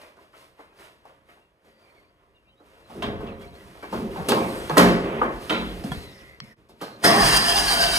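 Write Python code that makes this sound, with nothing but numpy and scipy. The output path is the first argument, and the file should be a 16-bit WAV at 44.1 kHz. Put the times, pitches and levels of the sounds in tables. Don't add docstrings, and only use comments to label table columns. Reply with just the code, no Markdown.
import sys
import numpy as np
from scipy import signal
from scipy.fft import rfft, irfft, next_fast_len
from scipy.io import wavfile
from scipy.ndimage import uniform_filter1d

SR = 44100
rng = np.random.default_rng(int(sys.argv[2]) if len(sys.argv) > 2 else 0)


def wav_out(sig):
    wavfile.write(sys.argv[1], SR, np.round(np.clip(np.atleast_2d(sig).T, -1, 1) * 32767).astype(np.int16))


def natural_amplitude(level_db):
    exponent = np.asarray(level_db, float) / 20
    return 10 ** exponent


N = 351918


def rms_one(x):
    return x / np.sqrt(np.mean(x ** 2) + 1e-20)


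def in_time(rows):
    s, *columns = np.transpose(rows)
    return [np.interp(np.arange(N) / SR, s, c) for c in columns]


def colour(x, points):
    size = next_fast_len(len(x))
    hz, db = np.transpose(points)
    bin_hz = np.arange(size // 2 + 1) * SR / size
    gain = natural_amplitude(np.interp(np.log(bin_hz + 1), np.log(hz), db))
    return irfft(rfft(x, size) * gain, size)[:len(x)]


def band(x, low_hz, high_hz):
    edges = [low_hz, min(high_hz, .45 * SR)]
    return signal.sosfilt(signal.butter(2, edges, "band", fs=SR, output="sos"), x)


def ring(clicks, hz, t60):
    r, w = natural_amplitude(-60 / (t60 * SR)), 2 * np.pi * hz / SR
    return signal.lfilter([0, np.sin(w)], [1, -2 * r * np.cos(w), r * r], clicks + 1e-18)


def grains(per_s, spread_db):
    sizes = natural_amplitude(spread_db * np.minimum(rng.exponential(1, N), 5)) * rng.choice([-1, 1], N)
    return sizes * (rng.random(N) < per_s / SR)


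def steady(x, window_s):
    return x / np.sqrt(uniform_filter1d(x ** 2, int(window_s * SR)) + 1e-12)


def flicker(size):
    return rms_one(band(rng.standard_normal(size), 4.6, 25))


def wavering(hz, width_hz):
    noise = rng.standard_normal((2, len(hz)))
    slow = signal.lfilter([1], [1, -np.exp(-np.pi * width_hz / SR)], noise)
    turn = 2 * np.pi * np.cumsum(hz) / SR
    return rms_one(slow[0] * np.cos(turn) + slow[1] * np.sin(turn))


def low_modes(rows, rise_s, t60, gain_db):
    out, t = np.zeros(N + SR), np.arange(SR // 3) / SR
    for s, peak_db, hz in rows:
        at = int(s * SR)
        fade = natural_amplitude(peak_db + gain_db - 60 * t / t60) * (1 - np.exp(-t / rise_s))
        out[at:at + len(t)] += fade * np.sin(2 * np.pi * hz * t)
    return out[:N]


def gliding_friction(rows, width):
    out = np.zeros(N)
    for start, end, from_hz, to_hz, db in rows:
        a, b = int(start * SR), min(int(end * SR), N)
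        tone = wavering(np.linspace(from_hz, to_hz, b - a), width * from_hz)
        out[a:b] += natural_amplitude(db) * signal.windows.tukey(b - a, .25) * tone
    return out


def swells(s, held_s, db, rise, fall):
    t = np.arange(0, N / SR + .002, .002)[:, None]
    climb = rise * np.maximum(s - t, 0)
    sink = fall * np.maximum(t - s - np.abs(held_s), 0)
    power = natural_amplitude(2 * np.maximum(db - climb - sink, -200))
    return np.interp(np.arange(N) / SR, t[:, 0], 10 * np.log10(np.sum(power, axis=1)))


def louder(*dbs):
    return np.sqrt(sum(natural_amplitude(2 * db) for db in dbs))


# start in seconds, peak in dB, crack in dB against the peak,
# knock pitch in Hz, ring-down in seconds.
PANEL_BLOWS = [(1.646, -53.5, -16, 920, 0.24), (2.896, -38, -24, 817, 0.49),
               (3.024, -21.5, -30, 1061, 0.51), (3.205, -28.5, -27, 840, 0.3),
               (3.265, -36.5, -33.5, 875, 0.37), (3.414, -43, -8, 1210, 0.25),
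               (3.926, -19, -25.5, 793, 0.32), (4.286, -11.5, -6.5, 900, 0.22),
               (4.770, -4.5, -16.5, 1258, 0.64), (5.496, -19, -33, 1185, 0.64),
               (5.769, -30, -10, 1090, 0.043), (5.916, -35, -6.5, 1350, 0.32),
               (6.693, -46.5, -10.5, 810, 0.3), (7.042, -15, -7.5, 1150, 0.76)]
EDGE_BLOWS = [(3.752, -40, -23, 894, 0.27), (3.827, -27.5, -22, 1248, 0.24), (4.161, -26.5, -27, 891, 1),
              (4.319, -5, -30, 903, 0.12), (4.362, -21, -30, 823, 1), (4.505, -37, -30, 865, 0.25),
              (4.697, -14, -27, 1006, 0.26), (5.215, -13.5, -38.5, 1090, 0.44),
              (5.841, -29, -11, 1103, 0.09), (6.804, -42, -18, 1690, 0.27),
              (6.813, -26.5, -12.5, 1038, 0.43)]
# start in seconds, peak in dB, knock pitch in Hz.
TAPS = [(.029, -48.5, 1006), (0.17, -43.5, 1010), (0.333, -43, 1430), (0.591, -39.5, 986),
        (0.722, -49, 1250), (1.053, -38.5, 914), (1.288, -43.5, 1484), (1.365, -49.5, 930),
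        (1.838, -70, 2330), (2.599, -44.5, 864), (2.8, -59, 880)]
# start in seconds, peak in dB, knock pitch in Hz.
SHOVES = [
    (2.954, -43, 1030),
    (4.006, -43, 880),
    (5.13, -35.5, 1110),
]
PANEL_SHAKE_DB = -13.5


def all_blows():
    panel_boom_db, edge_boom_db, tap_boom_db, shove_boom_db = 4, -15, -16, 22
    edge_shake_db, tap_shake_db, shove_shake_db = -23, -40, -2.5
    panel_depth, edge_depth = .1, .26
    soft_crack_db, soft_ring_s = -27, 0.21
    rows = []
    for s, db, crack, hz, t60 in PANEL_BLOWS:
        rows.append((s, db, panel_boom_db, crack, hz, t60, panel_depth, PANEL_SHAKE_DB))
    for s, db, crack, hz, t60 in EDGE_BLOWS:
        rows.append((s, db, edge_boom_db, crack, hz, t60, edge_depth, edge_shake_db))
    for s, db, hz in TAPS:
        rows.append((s, db, tap_boom_db, soft_crack_db, hz, soft_ring_s, edge_depth, tap_shake_db))
    for s, db, hz in SHOVES:
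        rows.append((s, db, shove_boom_db, soft_crack_db, hz, soft_ring_s, panel_depth, shove_shake_db))
    return sorted(rows)


# pitch in Hz, level in dB,
# ring-down (60 dB) in seconds.
HOOD = [(179.4, -3.5, 3.1), (280, -9.5, 0.2), (392, -2.5, 0.55), (445, -3.5, 0.23), (534, -19.5, 0.29),
        (697, -41, 1.0)]
# pitch in Hz, level in dB per Hz.
CLATTER = [(150, -15.5), (250, -2), (429, -4.5), (710, -7.5), (775, -11.5), (2620, -14), (3170, -0.5),
           (3580, -18.5), (10400, -42), (16000, -54)]
# pitch in Hz, level in dB.
RIBS = [(905, 0.5), (1150, -3.5), (1275, 0), (1674, -6), (2340, -2.5), (2756, -7), (3130, -7.5)]


def knocks():
    out, t = np.zeros(N + SR), np.arange(SR // 3) / SR
    clatter = rms_one(colour(grains(4000, spread_db=3.5), CLATTER))
    ribs = sum(natural_amplitude(db) * ring(clatter, hz, 0.051) for hz, db in RIBS)
    clatter = rms_one(clatter + natural_amplitude(-10.5) * rms_one(ribs))
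    fine = grains(11000, spread_db=2.0)
    rattle = rms_one(band(fine, 2300, 4800))
    sharp = rms_one(band(fine[::-1], 4300, 13500))
    panels = [mode for mode in HOOD if mode[0] < 600] + [(225.2, -2.0, 0.48)]
    rows = all_blows()
    chance = rng.standard_normal((len(rows), 40))
    for (s, peak_db, boom_db, crack_db, hz, t60, depth, _), draw in zip(rows, chance):
        t60, at = np.clip(t60, .02, 1), int((s - .002) * SR)
        start = int(abs(draw[-1]) * SR) % (N - len(t))
        piece = slice(start, start + len(t))
        dull = np.vstack([signal.butter(6, 1.7 * hz, fs=SR, output="sos"),
                          signal.butter(2, depth * hz, "high", fs=SR, output="sos")])
        hit = natural_amplitude(-5.5) * signal.sosfilt(dull, clatter[piece]) * natural_amplitude(-60 * t / t60)
        for ratio, phase in zip(np.exp(.22 * draw[20:27]), draw[27:34]):
            hollow = np.sin(2 * np.pi * hz * ratio * t + 3 * phase)
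            hit += natural_amplitude(-14) * hollow * natural_amplitude(-60 * t / (.3 * t60))
        hit += natural_amplitude(crack_db - 7.0) * rattle[piece] * natural_amplitude(-60 * t / (0.87 * t60))
        hit += natural_amplitude(crack_db - 4.0) * sharp[piece] * natural_amplitude(-60 * t / (0.41 * t60))
        hit *= 1 - np.exp(-t / 0.0043)
        swell = 1 - np.exp(-t / 0.021)
        for k, (mode_hz, db, mode_t60) in enumerate(panels):
            tone = np.sin(2 * np.pi * mode_hz * np.exp(0.0623 * draw[10 + k]) * t + 3 * draw[k])
            fade = natural_amplitude(-60 * t / min(mode_t60, 1.58 * t60))
            hit += natural_amplitude(boom_db + 1.7 * db - 8.0) * swell * fade * tone
        out[at:at + len(t)] += natural_amplitude(peak_db) * hit * np.minimum(1, 20 * (t[-1] - t))
    return out[:N]


# start in seconds, peak in dB, ring-down in seconds.
SNAPS = [(4.779, -13.5, 0.076), (4.79, -26.5, 0.37), (6.441, -56, .05), (6.688, -62, .15), (5.0, -53, .5),
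         (5.84, -41.5, 0.059), (3.025, -42.5, 0.081), (5.497, -38, 0.18), (4.788, -31.5, 0.57),
         (1.053, -60, 0.04), (.168, -62.5, 0.041)]


def snaps():
    out, t = np.zeros(N), np.arange(SR // 3) / SR
    for s, peak_db, t60 in SNAPS:
        burst = band(rng.standard_normal(len(t)), 1800, 9900)
        out[int(s * SR):int(s * SR) + len(t)] += natural_amplitude(peak_db - 60 * t / t60) * burst
    return out


# start in seconds, peak in dB, pitch in Hz, dB step to each higher mode.
TICKS = [
    (4.3195, -6.5, 1010, -2),
    (4.6959, -22.5, 950, 0.5),
    (4.7806, -11.5, 1200, 1),
    (5.838, -27, 1150, -1.5),
    (5.919, -26, 1250, -1.5),
    (6.402, -22, 1230, 0.0),
]


def ticks():
    out = np.zeros(N)
    for s, peak_db, hz, step_db in TICKS:
        click = np.zeros(SR // 10)
        click[0] = natural_amplitude(peak_db - 8.0)
        at = int(s * SR) + 30
        for k, ratio in enumerate((1.0, 1.6, 2.6, 3.6, 4.4, 6.5)):
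            out[at:at + len(click)] += natural_amplitude(k * step_db) * ring(click, hz * ratio, .006)
    return signal.sosfilt(signal.butter(4, [1050, 6500], "band", fs=SR, output="sos"), out)


# start in seconds, peak in dB, pitch in Hz.
PINGS = [(4.7785, -21.5, 10500), (4.7808, -12, 8130), (4.7808, -17.5, 12100), (4.7808, -20, 9960),
         (4.794, -26.5, 8470), (4.286, -22.5, 10800), (4.286, -21.5, 8500), (4.287, -29, 6500),
         (4.292, -19.5, 11200), (4.296, -21, 9200), (4.3197, -25, 8000), (5.921, -37.5, 8400)]


def pings():
    return low_modes(PINGS, rise_s=.0003, t60=.012, gain_db=0.5)


# start in seconds, peak in dB, pitch in Hz.
CLINKS = [(5.216, -18, 980), (5.216, -14.5, 1220), (4.7692, -15, 1300), (5.222, -19.5, 510),
          (5.84, -29, 690), (5.1, -38.5, 1200), (0.19, -46, 1000), (1.053, -43.5, 800), (5, -39.5, 1100),
          (5.917, -28.5, 750), (5.917, -29, 1000), (5.917, -30, 1400), (5.917, -32.5, 1740),
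          (5.917, -32, 3320), (4.32, -15.5, 1000), (4.16, -32, 970)]


def clinks():
    return low_modes(CLINKS, rise_s=0.00091, t60=0.049, gain_db=1.5)


# start in seconds, peak in dB, pitch in Hz.
THUDS = [(2.549, -65, 72.7), (2.899, -45, 236), (2.931, -47, 202), (3.45, -46, 169), (4.2, -28, 177),
         (5.845, -19, 208), (5.917, -20.5, 156.5), (5.968, -26.5, 78), (6.417, -35.5, 152),
         (6.433, -37, 209), (6.822, -33.5, 186.5)]


def thuds():
    return low_modes(THUDS, rise_s=0.0036, t60=0.059, gain_db=4.5)


# start in seconds, peak in dB, ring-down in seconds.
BUZZES = [
    (3.023, -28.5, 0.22),
    (3.266, -44.5, 0.16),
    (5.496, -23.5, 0.44),
]


def brackets():
    drive, t = np.zeros(N), np.arange(SR // 2) / SR
    for s, peak_db, t60 in BUZZES:
        drive[int(s * SR):int(s * SR) + len(t)] += natural_amplitude(peak_db - 5.0 - 60 * t / t60)
    chatter = grains(2500, spread_db=-2.0)
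    return drive * rms_one(sum(ring(chatter, hz, .012) for hz in (2380, 2720, 3050, 3200, 3550)))


# start in seconds, level in dB,
# pitch in Hz, ring-down in seconds.
RINGS = [(4.78, -26.5, 920, .3), (4.78, -30, 1075, 0.33), (4.779, -31, 1230, 0.35),
         (4.781, -32, 1370, 0.38), (4.78, -44, 1550, 0.37), (4.781, -35, 1950, 0.26), (4.78, -35, 2250, .3),
         (4.78, -36, 2650, .4), (4.79, -31, 3110, .3), (5.497, -35, 3100, .3), (5.498, -34.5, 2634, 0.28),
         (5.501, -30.5, 1390, 0.39), (5.5, -31.5, 1000, 0.39), (5.5, -40, 1900, .25),
         (5.5, -40, 3950, 0.47), (5.56, -45, 2380, .15), (5.5, -24.5, 327, 0.24),
         (5.855, -28.5, 259.3, 0.32), (6.809, -46, 1520, .3), (.592, -54, 635, .25), (.592, -55, 1047, .2),
         (1.053, -60, 700, .2), (.335, -59, 1305, 0.22)]


def rings():
    out, t = np.zeros(N), np.arange(SR // 3) / SR
    for s, db, hz, t60 in RINGS:
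        fade = natural_amplitude(db - 60 * t / t60) * np.minimum(1, t / .002) * np.minimum(1, 20 * (t[-1] - t))
        out[int(s * SR):int(s * SR) + len(t)] += fade * wavering(hz + 0 * t, 25)
    return out


# time in seconds, frame rumble in dB.
MOTION = [(0, -72.5), (.5, -71), (1.4, -70), (1.56, -75), (1.68, -73), (2.75, -68), (2.93, -56), (3.1, -37),
          (3.4, -50), (3.85, -59.5), (3.97, -43.5), (4.3, -48), (4.6, -44.5), (4.75, -51.5), (4.8, -32),
          (5.2, -47), (5.47, -52.5), (5.67, -46.5), (5.92, -41), (6.12, -56), (7.02, -71.5)]
# start in seconds, held time in seconds,
# rustle in dB, creak in dB against the rustle.
STROKES = [(0.018, 0.0056, -54.5, 4.5), (.21, 0.023, -65, 3.5), (.37, 0.052, -57.5, -4.5),
           (.6, 0.017, -64, 7), (0.798, 0.046, -54.5, -0.5), (1.07, 0.025, -66.5, 7.5),
           (1.3, 0.012, -63, -1), (1.66, 0.035, -67.5, 1.5), (1.8, 0.2, -70.5, 6), (2.2, 0.03, -84, 14),
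           (2.66, 0.15, -66, 3), (2.9, 0.13, -57, 2), (3.239, 0.066, -68.5, 19), (3.41, 0.033, -58.5, 4),
           (3.55, 0.52, -58.5, 0.5), (3.93, 0.062, -49, -14), (4.12, 0.24, -50.5, 4),
           (4.32, 0.42, -45.5, -1.5), (5.05, 0.15, -54, 17), (5.33, 0.036, -52, 1),
           (5.42, 0.096, -46.5, -20), (5.6, 0.19, -50.5, -11.5), (5.85, 0.18, -49, -30),
           (6.1, 0.19, -59.5, -6.5), (6.449, 0.025, -60.5, -4.5), (6.81, 0.12, -61, -28),
           (7.02, .02, -54, -3)]


def handling_gains():
    motion_db, = in_time(MOTION)
    swing = motion_db + 56
    s, held, db, creak_db = np.transpose(STROKES)
    slopes = 309, 149.5
    hit_s, peak_db, _, crack_db, *_, shake_db = np.transpose(all_blows())

    def after(left_db, fall):
        return swells(hit_s + 0.028, 0, peak_db + left_db, 400.5, fall)

    joint_db = np.minimum(shake_db, PANEL_SHAKE_DB) - 8
    shudder = louder(-58 + 0.85 * swing, after(shake_db, 59.5))
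    touch = natural_amplitude(swells(s, held, db + creak_db - 2.5, *slopes))
    creak = louder(-65.5 + 0.45 * swing, after(joint_db, 169.5), swells(s, held, db + creak_db, *slopes))
    rustle = louder(-71.5 + .5 * swing, after(-19 + .5 * crack_db, 247), swells(s, held, db, *slopes))
    return shudder, touch, creak, rustle, natural_amplitude(motion_db)


# pitch in Hz, level in dB per Hz.
CREAK = [(350, -11.5), (600, -0.5), (804, -10), (968, -5), (1610, -13), (1870, -12), (3300, -19.5),
         (4290, -35), (7260, -120)]
# pitch in Hz, level in dB per Hz.
RUSTLE = [(1470, -2.5), (2500, -4), (5610, -11), (7300, -13.5), (8800, -11.5), (9580, -12), (12100, -15),
          (16000, -19)]


def handling():
    shudder_gain, touch_gain, creak_gain, rustle_gain, rumble_gain = handling_gains()
    slips = grains(2000, spread_db=1.5)
    panels = [(hz, db) for hz, db, t60 in HOOD if hz < 800] + [(130, -8.5), (226, -3), (330, -1.0)]
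    shudder = sum(natural_amplitude(0.21 * db) * ring(slips * rng.standard_normal(N), hz, 0.086) for hz, db in panels)
    shudder = steady(band(shudder, 150, 1100), 0.6)
    creak = rms_one(colour(grains(2500, spread_db=0.5), CREAK))
    rustle = rms_one(colour(grains(8000, spread_db=2.5), RUSTLE))
    rumble = steady(band(rng.standard_normal(N), 31, 110), 0.2)
    total = shudder_gain * shudder + touch_gain * band(shudder, 300, 900)
    total += creak_gain * creak + rustle_gain * rustle + rumble_gain * rumble
    return total * (np.arange(N) < 7.04 * SR)


# start and end in seconds, start and end pitch in Hz, level in dB.
SLIDES = [(5.93, 6.40, 1900, 2060, -58.5), (6.40, 6.55, 2300, 1800, -59.5), (5.92, 6.16, 4400, 3700, -60),
          (6.1, 6.24, 5350, 5400, -63), (6.17, 6.24, 5300, 1600, -63), (6.43, 6.54, 5350, 5300, -70),
          (6.44, 6.54, 11000, 11600, -79), (4.34, 4.70, 8500, 8400, -57), (4.46, 4.62, 9800, 8100, -57.5),
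          (4.42, 4.62, 11800, 11500, -60), (4.36, 4.5, 2400, 2250, -47.5), (5.36, 5.49, 4700, 3800, -66),
          (5.62, 5.76, 3800, 3000, -58), (7.8, 7.98, 1500, 1560, -36.5), (7.07, 7.3, 2080, 1600, -34),
          (7.05, 7.26, 1150, 1100, -27.5), (5.22, 5.33, 1060, 1100, -43), (4.77, 5.0, 100, 30, -44.5),
          (5.15, 5.4, 66, 42, -42.5), (5.55, 5.8, 66, 39, -42), (6.82, 7.0, 130, 110, -59),
          (3.96, 4.1, 270, 200, -34.5), (2.95, 3.02, 380, 330, -42), (3.6, 3.75, 190, 185, -53.5),
          (3.27, 3.315, 2800, 2400, -55), (3.42, 3.46, 2300, 2250, -59), (6.82, 6.98, 4200, 4200, -61),
          (4.1, 4.28, 190, 150, -42), (4.7, 4.9, 150, 160, -33)]


def slides():
    return gliding_friction(SLIDES, width=.05)


ENGAGE_S = 7.035
# start in seconds, held time in seconds, level in dB,
# choice from 0 (low) to 1 (high).
WHINES = [
    (7.085, 0.04, -21.5, 0),
    (7.155, .04, -31.5, 0.99),
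    (7.239, .08, -40.5, 0.025),
    (7.5, 0.044, -29.5, 0.0071),
    (7.555, 0.024, -32.5, 0.97),
    (7.611, 0.052, -38, 0.013),
    (7.7, .03, -32.5, 0.97),
    (7.745, 0.12, -26.5, 0.011),
]
# start in seconds, held time in seconds,
# grind in dB.
EFFORTS = [
    (7.05, 0.0041, -18),
    (7.255, 0.034, -21.5),
    (7.367, 0.0057, -18),
    (7.495, 0.0043, -18),
    (7.584, 0.01, -18),
    (7.692, 0.047, -19.5),
    (7.835, 0.0073, -18),
    (7.975, 0.0082, -17),
]


def starter_controls():
    t = np.arange(N) / SR
    settle_s = 7.376
    settle_db = -4.5 * np.clip((t - settle_s) / 0.0054, 0, 1)
    settle_db -= 1288 * np.clip(7.045 - t, 0, .1)
    s, held, db, high = np.transpose(WHINES)
    which = high[np.clip(np.searchsorted(s - .01, t) - 1, 0, None)]
    low_hz, high_hz = 682.5, 809
    whine_hz = low_hz + (high_hz - low_hz) * uniform_filter1d(which, size=600)
    whine_db = swells(s, held, db, 311, 129)
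    shaft_hz = 1797 - 470 * np.maximum(t - settle_s, 0)
    effort_db = 20 * np.log10(louder(-28.5, swells(*np.transpose(EFFORTS), 136, 323)))
    kick_db = swells(ENGAGE_S + 0.017, 0.02, -24, 250, 19)
    body_db = 20 * np.log10(louder(kick_db, -29.5)) + settle_db
    housing_db = -25 + 0.77 * (effort_db + 24.0) - 4.5 * (t - ENGAGE_S)
    housing_db = 20 * np.log10(louder(housing_db, kick_db)) + settle_db
    return whine_hz, whine_db, shaft_hz, effort_db + settle_db, body_db, housing_db


# time in seconds, teeth per second.
MESH = [
    (7.035, 835),
    (7.103, 876.7),
    (7.161, 800),
    (7.269, 844.2),
    (7.329, 784.6),
    (7.457, 837.8),
    (7.613, 819),
    (7.663, 787.1),
    (7.98, 765),
]
# multiple of the tooth rate, level in dB.
MESH_ORDERS = [(2, -23), (3, -19), (4, -11.5), (5, -13.5), (6, -7)]
# pitch in Hz, width in Hz, level in dB.
HOUSING = [(2770, 17, 11), (3065, 320, 2), (3850, 39, -3), (4050, 42, -2), (4886, 620, 5), (5840, 52, 0),
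           (6650, 46, 0), (8350, 43, -10.5), (9130, 730, -8), (10450, 200, -8), (11100, 63, -27.5),
           (12600, 130, -13.5)]
# pitch in Hz, level in dB per Hz.
GRIND = [(1290, -41), (2200, -22), (3120, -6), (3530, -15.5), (4800, 4.5), (7450, 0.5), (9020, 10.5),
         (9800, 1), (14600, -8), (16000, 4)]
# pitch in Hz, level in dB per Hz.
BODY = [(47, -47), (80, -11.5), (178, -4.5), (297, -7.5), (391, -6), (580, -9), (691, 1.5), (1370, -14),
        (1780, -10.5), (2600, -17.5), (3380, -49), (5720, -120)]


def starter():
    first = 7 * SR
    size = N - first
    whine_hz, whine_db, shaft_hz, grind_db, body_db, housing_db = (c[first:] for c in starter_controls())
    tooth_hz = in_time(MESH)[0][first:]
    wobble = rms_one(band(rng.standard_normal(size), 15, 60))
    phase = np.cumsum(whine_hz * (1 + 0.013 * wobble)) / SR
    unsteady = natural_amplitude(3.3 * rms_one(band(rng.standard_normal(size), 21, 95)))
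    whine = np.sqrt(2) * np.sin(2 * np.pi * phase) * unsteady
    whine = rms_one(whine + 0.65 * wavering(whine_hz, 57))

    strikes = np.diff(np.floor(np.cumsum(tooth_hz) / SR), prepend=0) > 0
    teeth = strikes * (0.2 + rng.standard_normal(size)) * np.sqrt(SR / 700)
    drive = 0.15 * teeth + rms_one(grains(9000, spread_db=-1.5))[first:]
    modes, speed = 0, tooth_hz / np.mean(tooth_hz)
    for hz, width_hz, db in HOUSING:
        patch = natural_amplitude(1.8 * flicker(size))
        modes = modes + natural_amplitude(db) * np.sqrt(width_hz) * patch * wavering(hz * speed ** .4, 0.76 * width_hz)
    mesh = 0
    for k, db in MESH_ORDERS:
        mesh = mesh + natural_amplitude(db + 1.1 * flicker(size)) * wavering(k * tooth_hz, 5.6 * k)
    grind = natural_amplitude(-1.0) * rms_one(modes) + mesh + rms_one(colour(drive, GRIND))

    broad = colour(rng.standard_normal(size), BODY)
    housing = natural_amplitude(-5.5) * wavering(shaft_hz, 60) + natural_amplitude(-12.0) * wavering(.6 * shaft_hz, 51)
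    housing = rms_one(housing + rms_one(band(broad, 930, 2130)))
    body = steady(band(broad, 57, 600), 0.072)
    engaged = np.clip((np.arange(first, N) / SR - ENGAGE_S) / 0.016 + 1.34, 0, 1) ** 2
    running = natural_amplitude(whine_db) * whine + natural_amplitude(grind_db) * rms_one(grind)
    running += natural_amplitude(body_db) * body + natural_amplitude(housing_db) * housing
    return np.pad(engaged * running, (first, 0))


# start and end in seconds, start and end pitch in Hz, level in dB.
SINGS = [(7.45, 7.75, 2800, 4720, -35.5), (7.72, 7.98, 4720, 4560, -37), (7.47, 7.62, 3320, 3000, -36.5),
         (7.66, 7.82, 3170, 3090, -37.5), (7.86, 7.98, 3830, 3850, -41), (7.27, 7.42, 2790, 2770, -38.5),
         (7.5, 7.62, 2770, 2000, -44.5), (7.81, 7.9, 3900, 3200, -41), (7.88, 7.98, 2300, 2290, -40.5),
         (7.24, 7.4, 4600, 5600, -33.5), (7.4, 7.7, 800, 915, -41), (7.55, 7.8, 1460, 1455, -40.5),
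         (7.1, 7.22, 400, 410, -28.5)]


def gear_singing():
    return gliding_friction(SINGS, width=.006)


# start in seconds, peak in dB, pitch in Hz.
THUMPS = [
    (7.209, -24, 42.4),
    (7.321, -26, 43.6),
    (7.459, -37, 42.5),
    (7.508, -35, 42.7),
    (7.569, -29, 43.5),
    (7.649, -28.5, 41),
    (7.739, -35.5, 43.4),
    (7.819, -29.5, 43.5),
    (7.899, -30, 42.6),
]


def compression():
    return low_modes(THUMPS, rise_s=0.0081, t60=0.24, gain_db=6.0)


# start and end in seconds, start and end pitch in Hz, level in dB.
BIRDS = [(.69, .74, 2520, 2510, -69.5), (1.39, 1.503, 2750, 2720, -78), (1.70, 1.90, 4650, 4650, -75),
         (1.82, 2.143, 4350, 4540, -77), (1.825, 1.926, 2370, 2340, -66.5), (1.85, 1.913, 2300, 1970, -70),
         (1.948, 2.012, 2400, 2000, -66), (2.029, 2.07, 2390, 2300, -70), (1.66, 1.83, 1860, 2000, -76),
         (2.345, 2.385, 4050, 3320, -77), (2.47, 2.525, 3650, 4050, -74), (2.432, 2.504, 2380, 2440, -75),
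         (2.33, 2.432, 2820, 2730, -72), (2.45, 2.512, 2720, 2710, -71), (2.477, 2.558, 3050, 3040, -75),
         (2.544, 2.616, 3630, 3970, -72), (2.837, 2.88, 4150, 3850, -68), (2.958, 3.007, 3630, 4250, -72),
         (3.312, 3.352, 4250, 3850, -62.5), (3.383, 3.45, 3300, 3256, -60), (3.457, 3.503, 3820, 4520, -64),
         (3.524, 3.58, 3680, 4600, -66), (3.552, 3.663, 1960, 1920, -62)]


def birds():
    out = np.zeros(N)
    flutter = natural_amplitude(4.7 * rms_one(band(rng.standard_normal(N), 6.8, 59)))
    for start, end, from_hz, to_hz, db in BIRDS:
        a, b = int(start * SR), int(end * SR)
        hz = np.linspace(from_hz, to_hz, b - a) * flutter[a:b] ** 0.011
        out[a:b] += natural_amplitude(db) * np.sqrt(np.hanning(b - a)) * np.sin(2 * np.pi * np.cumsum(hz) / SR)
    return out * flutter


# pitch in Hz, time to die by 60 dB in seconds.
SHED_T60 = [(100, 0.8), (500, 0.63), (2000, 0.6), (6000, 0.46), (15000, .2)]


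def shed(x):
    t, tail = np.arange(SR // 2) / SR, 0
    for (low, t60), (high, _) in zip(SHED_T60, SHED_T60[1:]):
        noise = band(rng.standard_normal(len(t)), low, high)
        tail = tail + noise * natural_amplitude(-60 * t / t60) * (t > .008)
    return signal.fftconvolve(x, tail / np.sqrt(np.sum(tail ** 2)))[:N]


# pitch in Hz, side level against the middle in dB.
WIDTH = [(60, -8), (110, -10.5), (200, -20.5), (380, -20.5), (700, -5), (1290, -2.5), (2380, -1.5),
         (5200, -1), (6500, -21.5), (15000, -60.5)]


def two_ports(mid, walls):
    t = np.arange(N) / SR
    paths = signal.fftconvolve(mid[None], walls / np.sqrt(np.sum(walls[0] ** 2)), axes=1)[:, :N]
    turn = 2 * np.pi * 2.8 * t
    scattered = paths[0] * np.cos(turn) + paths[1] * np.sin(turn)
    lagging = signal.hilbert(mid, next_fast_len(N))[:N].imag
    side = colour(0.97 * lagging + 1.01 * scattered - 0.075 * mid, WIDTH) - 0.012 * mid
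    return np.array([mid + side, mid - side])


def scene():
    t = np.arange(N) / SR
    blows = knocks() + brackets() + thuds()
    gap = np.clip(np.abs(t - 6.556) / 0.0318, .05, 1)
    touches, far, engine = handling(), birds(), starter()
    near = natural_amplitude(-0.62) * touches + far + blows + ticks()
    echo = shed(blows + natural_amplitude(2.0) * touches + natural_amplitude(1.5) * engine)
    mid = gap * (near + natural_amplitude(-11.0) * echo) + natural_amplitude(-0.68) * engine + compression()
    walls = rng.standard_normal((2, SR // 8)) * natural_amplitude(-60 * t[:SR // 8] / 0.12)
    mid += gap * (slides() + gear_singing() + rings() + snaps() + pings() + clinks())
    return two_ports(mid, walls)


def top_cut(x):
    return signal.sosfilt(signal.butter(12, 15900, fs=SR, output="sos"), x)


def record(dry):
    cut = signal.sosfilt(signal.butter(4, 37, "high", fs=SR, output="sos"), dry)
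    cut = signal.sosfilt(signal.cheby2(10, 50, 16300, fs=SR, output="sos"), cut)
    mix = 1.134 * np.tanh(cut / 1.074)
    return top_cut(mix)


dry = scene()
out = record(dry)
wav_out(out)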